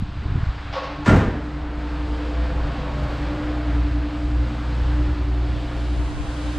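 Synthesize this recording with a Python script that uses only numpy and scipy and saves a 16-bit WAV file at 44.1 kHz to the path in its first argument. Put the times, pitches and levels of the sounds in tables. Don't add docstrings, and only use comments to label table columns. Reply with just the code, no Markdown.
import sys
import numpy as np
from scipy import signal
from scipy.fft import rfft, irfft
from scipy.io import wavfile
from scipy.ndimage import uniform_filter1d

SR = 44100
rng = np.random.default_rng(int(sys.argv[2]) if len(sys.argv) > 2 else 0)


def invert_db(level):
    return 10 ** (np.asarray(level, dtype=float) / 20)


def wrap_up_sound(samples):
    columns = np.atleast_2d(samples).T
    tamed = np.clip(columns, -1, 1)
    steps = np.round(tamed * 32767).astype(np.int16)
    wavfile.write(sys.argv[1], SR, steps)


N = 290343
TIME = np.arange(N) / SR
SHORT = TIME[:2 ** 15]

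# t/s, level/dB, tilt about 1 kHz [dB per octave]
SLAM_BLOWS = [
    (1.048, -19, 4),
    (1.059, -7.5, 4),
    (1.064, -4.5, 1),
    (1.076, -4, -4),
    (1.079, -2.5, 2),
    (1.108, -5, -1.5),
    (1.13, -8, -5),
    (1.161, -11.5, 3),
]
# f/Hz, level/dB per Hz
DOOR_COLOUR = [(25, -36), (50, -7), (100, -3), (250, -3.5), (400, -7.5), (900, -11), (1700, -14.5),
               (2700, -25.5), (4600, -36), (8200, -40), (9600, -55), (11500, -49), (14000, -75),
               (15500, -95)]
# f/Hz, level/dB, t60/s, build-up/s
PANEL_MODES = [(46.8, -4, 0.7, 0.025), (85.6, 2.5, 0.6, 0.019), (100.5, -5, 0.56, .02),
               (125.5, -5, 0.55, 0.031), (156.4, -6, 0.45, 0.011), (175.3, -5.5, 0.45, 0.012),
               (241.3, -2, 0.77, .05), (328.6, -5, 0.51, 0.04), (467, -10, 0.56, 0.02),
               (613, -10.5, 0.52, 0.012), (1160, -22, 0.5, .01), (1396, -13, 0.33, 0.0045),
               (1615, -14, 0.4, 0.0071), (1806, -15, 0.56, 0.0092)]
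# f/Hz, t60/s
ROOF_DECAY = [(40, 0.7), (150, 0.6), (300, 0.86), (1000, 0.73), (4000, 0.67), (8000, 0.41), (14000, .5)]
# t/s, level/dB, tilt about 1 kHz [dB per octave]
LATCH_BLOWS = [
    (.726, -3.5, 1.2),
    (.733, -0.5, 0.3),
    (.755, 0.5, -0.5),
    (.83, -2.5, 0.029),
    (.91, -7, -0.13),
]
# f/Hz, level/dB, t60/s
LATCH_MODES = [(520, 0.5, 0.47), (540, -2.5, 0.67), (590, -13, 0.44), (716, -17, .5), (888, -11, .6),
               (1080, -6.5, 1), (1113, 1, 0.57), (1300, -2, 0.22)]
# f/Hz, level/dB per Hz
LATCH_COLOUR = [(350, -11), (520, 12.5), (700, 8), (900, 9), (1300, 4), (3000, -1), (5000, -6.5),
                (8300, -33), (9200, -42), (11500, -45), (15000, -77)]
# t/s, peak level/dB, f/Hz, t60/s
RATTLES = [(.73, -31, 797, .15), (.815, -34, 1047, .2), (.83, -33, 562, .15), (.95, -35, 1090, .4),
           (.96, -35, 715, .15), (1.02, -30, 857, .2), (1.057, -25, 978, .35), (1.057, -24, 1405, .1),
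           (1.059, -23, 1770, .1), (1.079, -14.5, 1402, .15), (1.079, -20, 1765, .17),
           (1.081, -44, 8300, .06), (1.081, -37, 6860, .06), (1.095, -20, 630, .2), (1.11, -25, 1160, .15),
           (1.08, -27, 2270, .15), (1.09, -27, 2040, .2), (1.1, -34, 2690, .2), (1.085, -30, 3090, .15),
           (1.12, -20, 1360, 0.18), (1.105, -23, 450, .25), (1.2, -27, 1400, .15), (1.165, -17, 250, .2),
           (1.17, -19, 330, .2), (1.275, -20, 235, .1), (1.22, -20, 421, 0.14), (1.268, -32, 1780, .1),
           (1.288, -28, 1800, .08), (1.311, -30, 960, .15), (1.345, -36, 1677, .15)]
# t/s, peak level/dB, f/Hz, t60/s
KNOCKS = [
    (2.53, -32, 825, 0.2),
    (2.56, -30, 850, 0.15),
    (2.715, -27, 674, .12),
    (2.875, -32, 965, 0.16),
    (2.88, -33, 900, .2),
    (3.125, -31, 1365, 0.099),
    (6.165, -35, 1057, 0.22),
]

# t/s, deep level/dB, upper level/dB, length/s
WIND_GUSTS = [(0, -25, -33, .06), (.1, -45, -28, 0.058), (.25, -33, -25.5, 0.11), (.36, -39, -20.5, 0.067),
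              (.48, -31, -29, 0.049), (2.09, -26, -38, 0.086), (2.6, -24, -34, .1), (3.02, -42, -30.5, .08),
              (3.28, -33, -45, .08), (3.42, -40, -30, 0.044), (3.72, -38, -31.5, 0.065),
              (3.88, -31, -31.5, .07), (4.04, -45, -40, .04), (4.35, -33, -37, 0.065),
              (4.85, -27.5, -36, .07), (5.1, -34, -32, 0.22), (5.52, -47, -31, .05), (5.75, -33, -50, .05),
              (5.98, -32, -36, .05), (6.17, -29, -35, 0.07), (6.25, -33, -42, .05)]
# t/s, peak level/dB, f/Hz, push +1
PUFFS = [(.005, -17.5, 90, 1), (0.025, -12.5, 145, 1), (0.035, -18, 110, 1), (.059, -23, 60, 1),
         (0.092, -19, 110, -1), (.121, -23, 45, 1), (.156, -24, 90, 1), (.175, -20, 70, 1),
         (.19, -21, 85, 1), (.204, -25, 75, 1), (.221, -24, 55, 1), (0.261, -13.5, 62, -1),
         (.288, -22, 95, -1), (0.304, -14.5, 90, 1), (0.322, -15, 85, 1), (.327, -18, 80, -1),
         (.358, -8.5, 97, -1), (.376, -15, 90, 1), (0.382, -12.5, 99, -1), (.411, -20, 90, -1),
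         (.435, -7.5, 90, 1), (.472, -12, 65, 1), (0.491, -12.5, 67, -1), (.503, -18, 70, 1),
         (.569, -25, 80, 1), (.585, -24, 70, -1), (.604, -23, 55, 1), (.656, -22, 70, 1),
         (.703, -18.5, 85, 1), (.731, -24, 55, -1), (1.0865, -10, 200, 1), (1.09, -8, 130, -1),
         (1.108, -12, 120, -1), (1.136, -10, 90, 1), (1.161, -13, 110, 1), (1.287, -12, 75, -1)]
# f/Hz, level/dB per Hz
DEEP_WIND_COLOUR = [(12, -30), (25, 16.0), (45, 11.0), (53, 16), (62, -8.0), (80, -49.5), (300, -110)]
UPPER_WIND_COLOUR = [(55, -25.0), (70, 13.5), (110, 5), (170, -3.5), (330, -22.0), (700, -59.5), (2000, -110)]
FLUTTER_COLOUR = [(120, -30), (200, -0.5), (380, -5.5), (520, -27), (1500, -80)]
# t/s, change/dB, length/s
LULL = [(.8, -7.5, .3)]

# t/s, fast fan level/dB, slow fan level/dB
FAN_LEVELS = [(0, -49, -49.5), (.45, -58, -49.5), (.8, -52, -43.5), (1.0, -36.5, -37.5), (1.6, -36.5, -44),
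              (2.22, -32, -40), (2.95, -48, -37), (3.3, -31, -36), (3.5, -28, -47), (3.71, -33, -31.5),
              (4.3, -30.5, -38.5), (4.8, -42, -40), (5.0, -28.5, -43), (5.25, -38.5, -36), (5.5, -35, -44),
              (5.75, -37.5, -40.5), (6.3, -36, -41), (6.58, -31.5, -39)]
FAST_HZ, SLOW_HZ = 74.97, 72.27
# multiple, fast fan level/dB, slow fan level/dB
BLADES = [(3, -50.5, -57.5), (5, -50.5, -51.5), (6, -48.5, -58), (7, -54, -46.5), (8, -52, -51.5),
          (9, -47.5, -55), (10, -61.5, -51.5), (11, -60, -59), (12, -56, -61), (13, -62, -68.5),
          (14, -53.5, -62.5)]
# t/s, change/dB, length/s
LOW_PAIR_CRESTS = [
    (1.1, 6, .4),
    (2.0, 5, 0.48),
    (2.95, 14, 0.43),
    (4.85, 8, .25),
]
# t/s, f/Hz, level/dB, length/s
STREAKS = [(1.93, 505, -50, 0.35), (2.4, 505, -43, 0.24), (3.01, 505, -46.5, 0.28), (3.48, 505, -47.5, .2),
           (4.28, 505, -52.5, .3), (6.4, 505, -54, .25), (2.2, 450, -46, .3), (2.83, 450, -48.5, .3),
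           (3.6, 450, -51.5, .3), (2.55, 525, -50, .2), (4.8, 525, -50.5, .15), (5.72, 525, -51.5, 0.33),
           (6.42, 525, -51, .25), (3.3, 577, -47.5, .25), (5.2, 577, -52, .3), (3.0, 600, -45, 0.16),
           (3.75, 600, -48, 0.23), (6.45, 600, -49.5, 0.14), (2.7, 675, -48.5, .45), (3.75, 675, -48, .25),
           (4.24, 675, -48, 0.22), (5.4, 730, -51, 0.28), (6.2, 675, -51, 0.36), (2.0, 900, -52, 0.38),
           (2.9, 1100, -48.5, .3), (3.33, 361, -45.5, .2), (5.2, 361, -49, .45), (5.97, 361, -49.5, 0.27),
           (2.7, 375, -50, 0.33), (4.84, 375, -45.5, 0.26), (5.4, 375, -45, .22), (6.0, 375, -49.5, 0.18),
           (3.6, 225, -42, .15), (4.5, 225, -43, .15), (3.3, 794, -52, .2), (3.2, 866, -52, .2),
           (4.1, 650, -49.5, .25), (2.7, 650, -50, 0.17), (2.4, 660, -53, .2), (4.7, 722, -51, .2),
           (2.8, 240, -46.5, .5), (4.4, 240, -49.5, .5), (2.4, 433, -54, .4), (6.2, 433, -53.5, .3)]

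# t/s, level/dB
HUM_LEVEL = [(0, -34), (.25, -39), (.55, -34), (.9, -38.5), (1.5, -30.5), (2.1, -25.5), (2.9, -29.5),
             (3.6, -25.5), (5.0, -21.5), (6.05, -24), (6.58, -26.5)]
HUM_HZ = 60.0
# t/s, change/dB, length/s
SWAYS = [(2.42, 7.5, 0.076), (2.61, 6.5, 0.06), (3.0, 4, 0.072), (3.28, 2, 0.057), (3.4, -8, 0.058),
         (3.78, 7, 0.08), (3.98, 3.5, 0.11), (4.12, -9, 0.062), (4.4, 7.5, 0.06), (4.55, -5, 0.13),
         (4.94, 3, .15), (5.17, -2.5, 0.071), (5.36, 2.5, 0.094), (5.68, -5.5, 0.11), (6.0, 3, 0.14),
         (6.14, -16, 0.042), (6.25, -6, 0.14)]
# t/s, level/dB
SECOND_LEVEL = [(1.6, -48), (1.88, -43), (1.95, -62), (2.06, -38), (2.15, -48), (2.68, -34), (2.85, -42),
                (2.96, -35), (3.37, -37), (3.98, -30), (4.08, -38), (4.44, -29), (4.58, -36), (5.01, -28),
                (5.05, -34), (5.29, -31), (6.55, -38), (6.58, -42)]
SECOND_EARLY = [(1.0, -46)]  # t/s, level/dB
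# multiple, level/dB
HUM_UPPER = [
    (3, -52),
    (4, -51.5),
    (6, -54),
]

# t/s, level/dB
AIR_LEVEL = [(0.04, -46.5), (.36, -41.5), (.66, -40.5), (1.62, -42.5), (2.28, -39), (3.1, -38),
             (3.6, -38.5), (4.05, -40.5), (4.5, -41), (4.92, -40), (5.3, -42.5), (5.75, -41.5), (6.24, -42),
             (6.57, -40.5)]
# f/Hz, level/dB per Hz
AIR_COLOUR = [(90, -17.5), (170, 7.5), (400, 0.5), (800, 2.5), (1500, 0.5), (2200, -6.5), (4800, -20.5),
              (5800, -29.5), (8400, -35), (8850, -50), (9200, -44.5), (9800, -53), (11000, -45),
              (13500, -55.5), (15500, -68)]
# t/s, change/dB, length/s
DUCKS = [(1.6, -3.5, 0.35), (4.0, -1, .25), (5.4, -1.2, 0.45), (3.12, 1.5, .12), (2.15, 1, .25),
         (6.5, 1, .2)]
# t/s, peak level/dB
TICKS = [
    (2.675, -62),
    (3.033, -58),
    (3.105, -63),
    (3.15, -63),
    (3.2, -66),
    (3.33, -64),
]
# f/Hz, level/dB per Hz
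GRIT_COLOUR = [(2000, -40), (6000, -1), (9000, 0), (12000, -6.5), (14000, -39)]

OPENS_S = 5.41
# f/Hz, level/dB per Hz
HISS_COLOUR = [(1500, -70), (4000, -25), (6000, 6.0), (8600, 4.5), (9400, 2.5), (10400, -4.5),
               (11200, -19), (14500, -19), (16000, -45)]
# t/s, level/dB, length/s
APART_GUSTS = [
    (5.55, -36, 0.065),
    (5.83, -38, 0.061),
    (6.0, -35, 0.043),
    (6.12, -32, 0.057),
    (6.19, -27, 0.057),
    (6.33, -48, 0.074),
    (6.48, -40, 0.057),
    (6.58, -34, .03),
]
# f/Hz, level/dB per Hz
APART_COLOUR = [(300, -21.5), (700, -3), (850, -0.5), (1000, -2.5), (2800, -11.5), (3400, -18), (4060, -31),
                (4500, -15.5), (9300, -19), (10800, -41), (14500, -60.5)]
APART_GUST_COLOUR = [(12, -35), (30, 1.0), (70, -1), (190, -24), (280, -32), (500, -60), (2000, -110)]
TOP_COLOUR = [(11400, -77), (11800, 6.5), (14000, -2), (15000, -53.0)]


def curves(table):
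    rows = np.vstack(table)
    return [np.interp(TIME, rows[:, 0], column) for column in rows[:, 1:].T]


def bells(table):
    rows = np.array(table)
    return rows[:, 1:-1].T, np.exp(-((TIME - rows[:, :1]) / rows[:, -1:]) ** 2)


def crests(table):
    db, shape = bells(table)
    return db[0] @ shape


def gusts(table, calm):
    db, shape = bells(table)
    return np.sqrt(invert_db(2 * db) @ shape ** 2 + calm ** 2)


def colour(x, points):
    hz, db = np.transpose(points)
    f = np.maximum(np.fft.rfftfreq(len(x), 1 / SR), 1)
    y = irfft(rfft(x) * invert_db(np.interp(np.log(f), np.log(hz), db)), len(x))
    return y / np.sqrt(np.mean(y ** 2))


def noise(points):
    return colour(rng.standard_normal(N), points)


def walk(rate):
    k = int(SR / rate)
    steps = np.repeat(rng.standard_normal(N // k + 1), k)
    smooth = uniform_filter1d(uniform_filter1d(steps, k), k)[:N]
    return smooth / smooth.std()


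def tone(hz, db, wander, flutter_db, rate=2):
    phase = 2 * np.pi * hz * TIME + wander * walk(rate) + 7 * rng.random()
    return np.sqrt(2) * invert_db(db + flutter_db * walk(1.5 * rate)) * np.sin(phase)


def ring(hz, db, t60):
    return invert_db(db - 60 * SHORT / t60) * np.sin(2 * np.pi * hz * SHORT)


def place(x, s):
    return np.pad(x, (int(s * SR), N))[:N]


def around(s, reach):
    return slice(max(int((s - reach) * SR), 0), int((s + reach) * SR))


def roof(points, blows, direct):
    decay_hz, decay_t60 = np.transpose(ROOF_DECAY)
    whole = rfft(colour(rng.standard_normal(len(SHORT)), points))
    octave = np.log2(np.fft.rfftfreq(len(SHORT), 1 / SR) + 1)
    first = blows[0][0]
    start, out = first - .01, 0
    for c in np.arange(4, 15, .5):
        t60 = np.interp(c, np.log2(decay_hz), decay_t60)
        power = 0
        for s, db, tilt in blows:
            t = np.maximum(SHORT + start - s, 0)
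            rise = 1 - np.exp(-(t * 2 ** c / 0.95) ** 2)
            echo = invert_db(-120 * t / t60) + direct * np.exp(-t / 0.0016)
            dull_db = 10 * max(c - 12.7, 0) * (s < first + .022)
            band_db = db + tilt * (min(c, 12) - 10) - dull_db
            power = power + invert_db(2 * band_db) * rise * echo
        band = irfft(whole * np.clip(1 - 2 * abs(octave - c), 0, 1), len(SHORT))
        out = out + band * np.sqrt(power)
    return place(out, start)


def slam():
    boom = 0
    for hz, db, t60, build in PANEL_MODES:
        waver = invert_db(4.7 * walk(28)[:len(SHORT)])
        boom = boom + ring(hz, db, t60) * waver * (1 - np.exp(-SHORT / build))
    return invert_db(-16) * roof(DOOR_COLOUR, SLAM_BLOWS, 1.0) + invert_db(-15) * place(boom, 1.074)


def latch():
    waver = invert_db(3.0 * walk(30.6)[:len(SHORT)])
    build = 1 - np.exp(-(SHORT / 0.031) ** 2)
    tube = sum(ring(hz, db, t60) for hz, db, t60 in LATCH_MODES) * waver * build
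    return invert_db(-32) * (roof(LATCH_COLOUR, LATCH_BLOWS, 0.3) + invert_db(6.5) * place(tube, .727))


def knocks():
    build = 1 - np.exp(-SHORT / 0.0053)
    out = 0
    for table in (KNOCKS, RATTLES):
        for s, db, hz, t60 in table:
            out = out + place(ring(hz, db, t60) * build, s)
    return out


def wind():
    calm_db = np.array([[-36.5], [-39]])
    deep, upper = gusts(WIND_GUSTS, invert_db(calm_db + crests(LULL)))
    early = np.clip((.6 - TIME) / .1, 0, 1)
    out = deep * invert_db(1.5 * walk(8.3)) * noise(DEEP_WIND_COLOUR)
    out += upper * invert_db(0.5 - 8.6 * early + 1.0 * walk(13)) * noise(UPPER_WIND_COLOUR)
    close = np.clip((.5 - TIME) / .1, 0, 1)
    out += upper * invert_db(-19.0 + 2.6 * walk(28.5)) * close * noise(FLUTTER_COLOUR)
    out = signal.sosfilt(signal.butter(3, 28, "high", fs=SR, output="sos"), out)
    for s, db, hz, sign in PUFFS:
        near = around(s, 1.5 / hz)
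        u = (TIME[near] - s) * hz
        out[near] += invert_db(db) * np.sign(sign) * np.cos(2 * np.pi * u) * np.exp(-(u / 0.39) ** 2)
    return out


def fans():
    fast_db, slow_db = curves(FAN_LEVELS)
    held = tone(4 * FAST_HZ, fast_db, .3, 0.29) + tone(4 * SLOW_HZ, slow_db, .3, 0.41)
    low_db = -51 + crests(LOW_PAIR_CRESTS)
    low = sum(tone(2 * hz, low_db, 0.87, 2.5, rate=3.6) for hz in (FAST_HZ, SLOW_HZ))
    weak = 0
    for k, fast, slow in BLADES:
        weak = weak + tone(k * FAST_HZ, fast, 0.85, 4.7, rate=7)
        weak = weak + tone(k * SLOW_HZ, slow, 1.08, 3.5, rate=7)
    approach = np.clip((TIME - .6) / 0.38, .12, 1)
    return held + low + weak * invert_db(curves(AIR_LEVEL)[0] + 31.5) * approach


def streaks():
    stray, flutter, out = 0.85 * walk(6), invert_db(2.8 * walk(9)), np.zeros(N)
    for k, (s, hz, db, length) in enumerate(STREAKS):
        near = around(s, 2.5 * length)
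        t = TIME[near]
        shift = k * N // len(STREAKS)
        swell = invert_db(db + 2.5) * np.exp(-((t - s) / length) ** 2)
        phase = 2 * np.pi * hz * t + np.roll(stray, shift)[near]
        out[near] += swell * np.roll(flutter, shift)[near] * np.sin(phase)
    return out


def hum():
    first_db = curves(HUM_LEVEL)[0] + crests(SWAYS)
    second_db = curves([SECOND_EARLY, SECOND_LEVEL])[0] - 0.7 + 0.8 * walk(6)
    phase = 2 * np.pi * HUM_HZ * TIME + 0.29 * walk(2.9)
    locked = np.sqrt(2) * (invert_db(first_db) * np.cos(phase) + invert_db(second_db) * np.cos(2 * phase))
    upper = sum(tone(k * HUM_HZ, db, 0.94, 2.7) for k, db in HUM_UPPER)
    return locked + np.clip(TIME / 6.2, .1, 1) * upper


def air():
    level_db = curves(AIR_LEVEL)[0]
    low_db = np.interp(TIME, [0.58, 1.72], [-4.14, 1.86])
    top_db = 4.5 - 0.7 * (level_db + 40) + .5 * TIME + crests(DUCKS)
    very_top_db = np.interp(TIME, [.3, 2.2], [-4.5, 1.5])
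    whole, swell = rfft(noise(AIR_COLOUR)), .5 * walk(3.22)
    octave = np.log2(np.maximum(np.fft.rfftfreq(N, 1 / SR), 1) / 1000)
    out = 0
    for centre in np.arange(-4, 5):
        part = irfft(whole * np.clip(1 - abs(octave - centre), 0, 1), N)
        shift_db = np.clip(-centre / 0.73, 0, 1) * low_db
        shift_db = shift_db + np.clip((centre - 1) / 0.73, 0, 1) * top_db
        shift_db = shift_db + np.clip(centre - 2.5, 0, 1.5) * very_top_db
        out = out + part * invert_db(shift_db + swell + 0.7 * walk(12))
    return out * invert_db(level_db + 3.0)


def ticks():
    grit = colour(rng.standard_normal(len(SHORT)), GRIT_COLOUR)
    return sum(place(invert_db(db - 60 * SHORT / .04) * grit, s) for s, db in TICKS)


def opened_treble():
    shut = np.exp(-np.maximum(TIME - OPENS_S, 0) / 0.43)
    return invert_db(-55.5 - 21 * shut) * noise(HISS_COLOUR) * np.clip((TIME - 5.25) / .15, 0, 1)


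def ports():
    gust = gusts(APART_GUSTS, invert_db(-60))[0] * invert_db(2.5 * walk(25)) * noise(APART_GUST_COLOUR)
    parting_db = -19 * np.exp(-((TIME - OPENS_S) / 0.38) ** 2)
    diffuse = invert_db(-47 + parting_db + 3 * (TIME - 6.0)) * noise(APART_COLOUR)
    return (gust + diffuse) * np.clip((TIME - 5.44) / 0.03, 0, 1)


def top_hiss():
    return invert_db(-86.5) * noise(TOP_COLOUR) * np.clip(TIME - 1, 0, 1)


def scene():
    events = slam() + latch() + knocks() + ticks()
    place_tone = fans() + streaks() + hum() + air()
    mid = events + wind() + place_tone + opened_treble()
    return mid + np.array([[1], [-1]]) * (ports() + top_hiss())


def narrow(x):
    low_pass = signal.ellip(8, .1, 40, 13400, fs=SR, output="sos")
    dull = signal.sosfiltfilt(low_pass, x)
    return dull + (x - dull) * np.clip((TIME - 1.6) / .2, 0, 1)


def band_limit(x):
    return signal.sosfilt(signal.butter(12, 15140, fs=SR, output="sos"), x)


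def record(dry):
    ceiling = .8
    mix = narrow(ceiling * np.tanh(dry / ceiling))
    return band_limit(mix)


dry = scene()
out = record(dry)
wrap_up_sound(out)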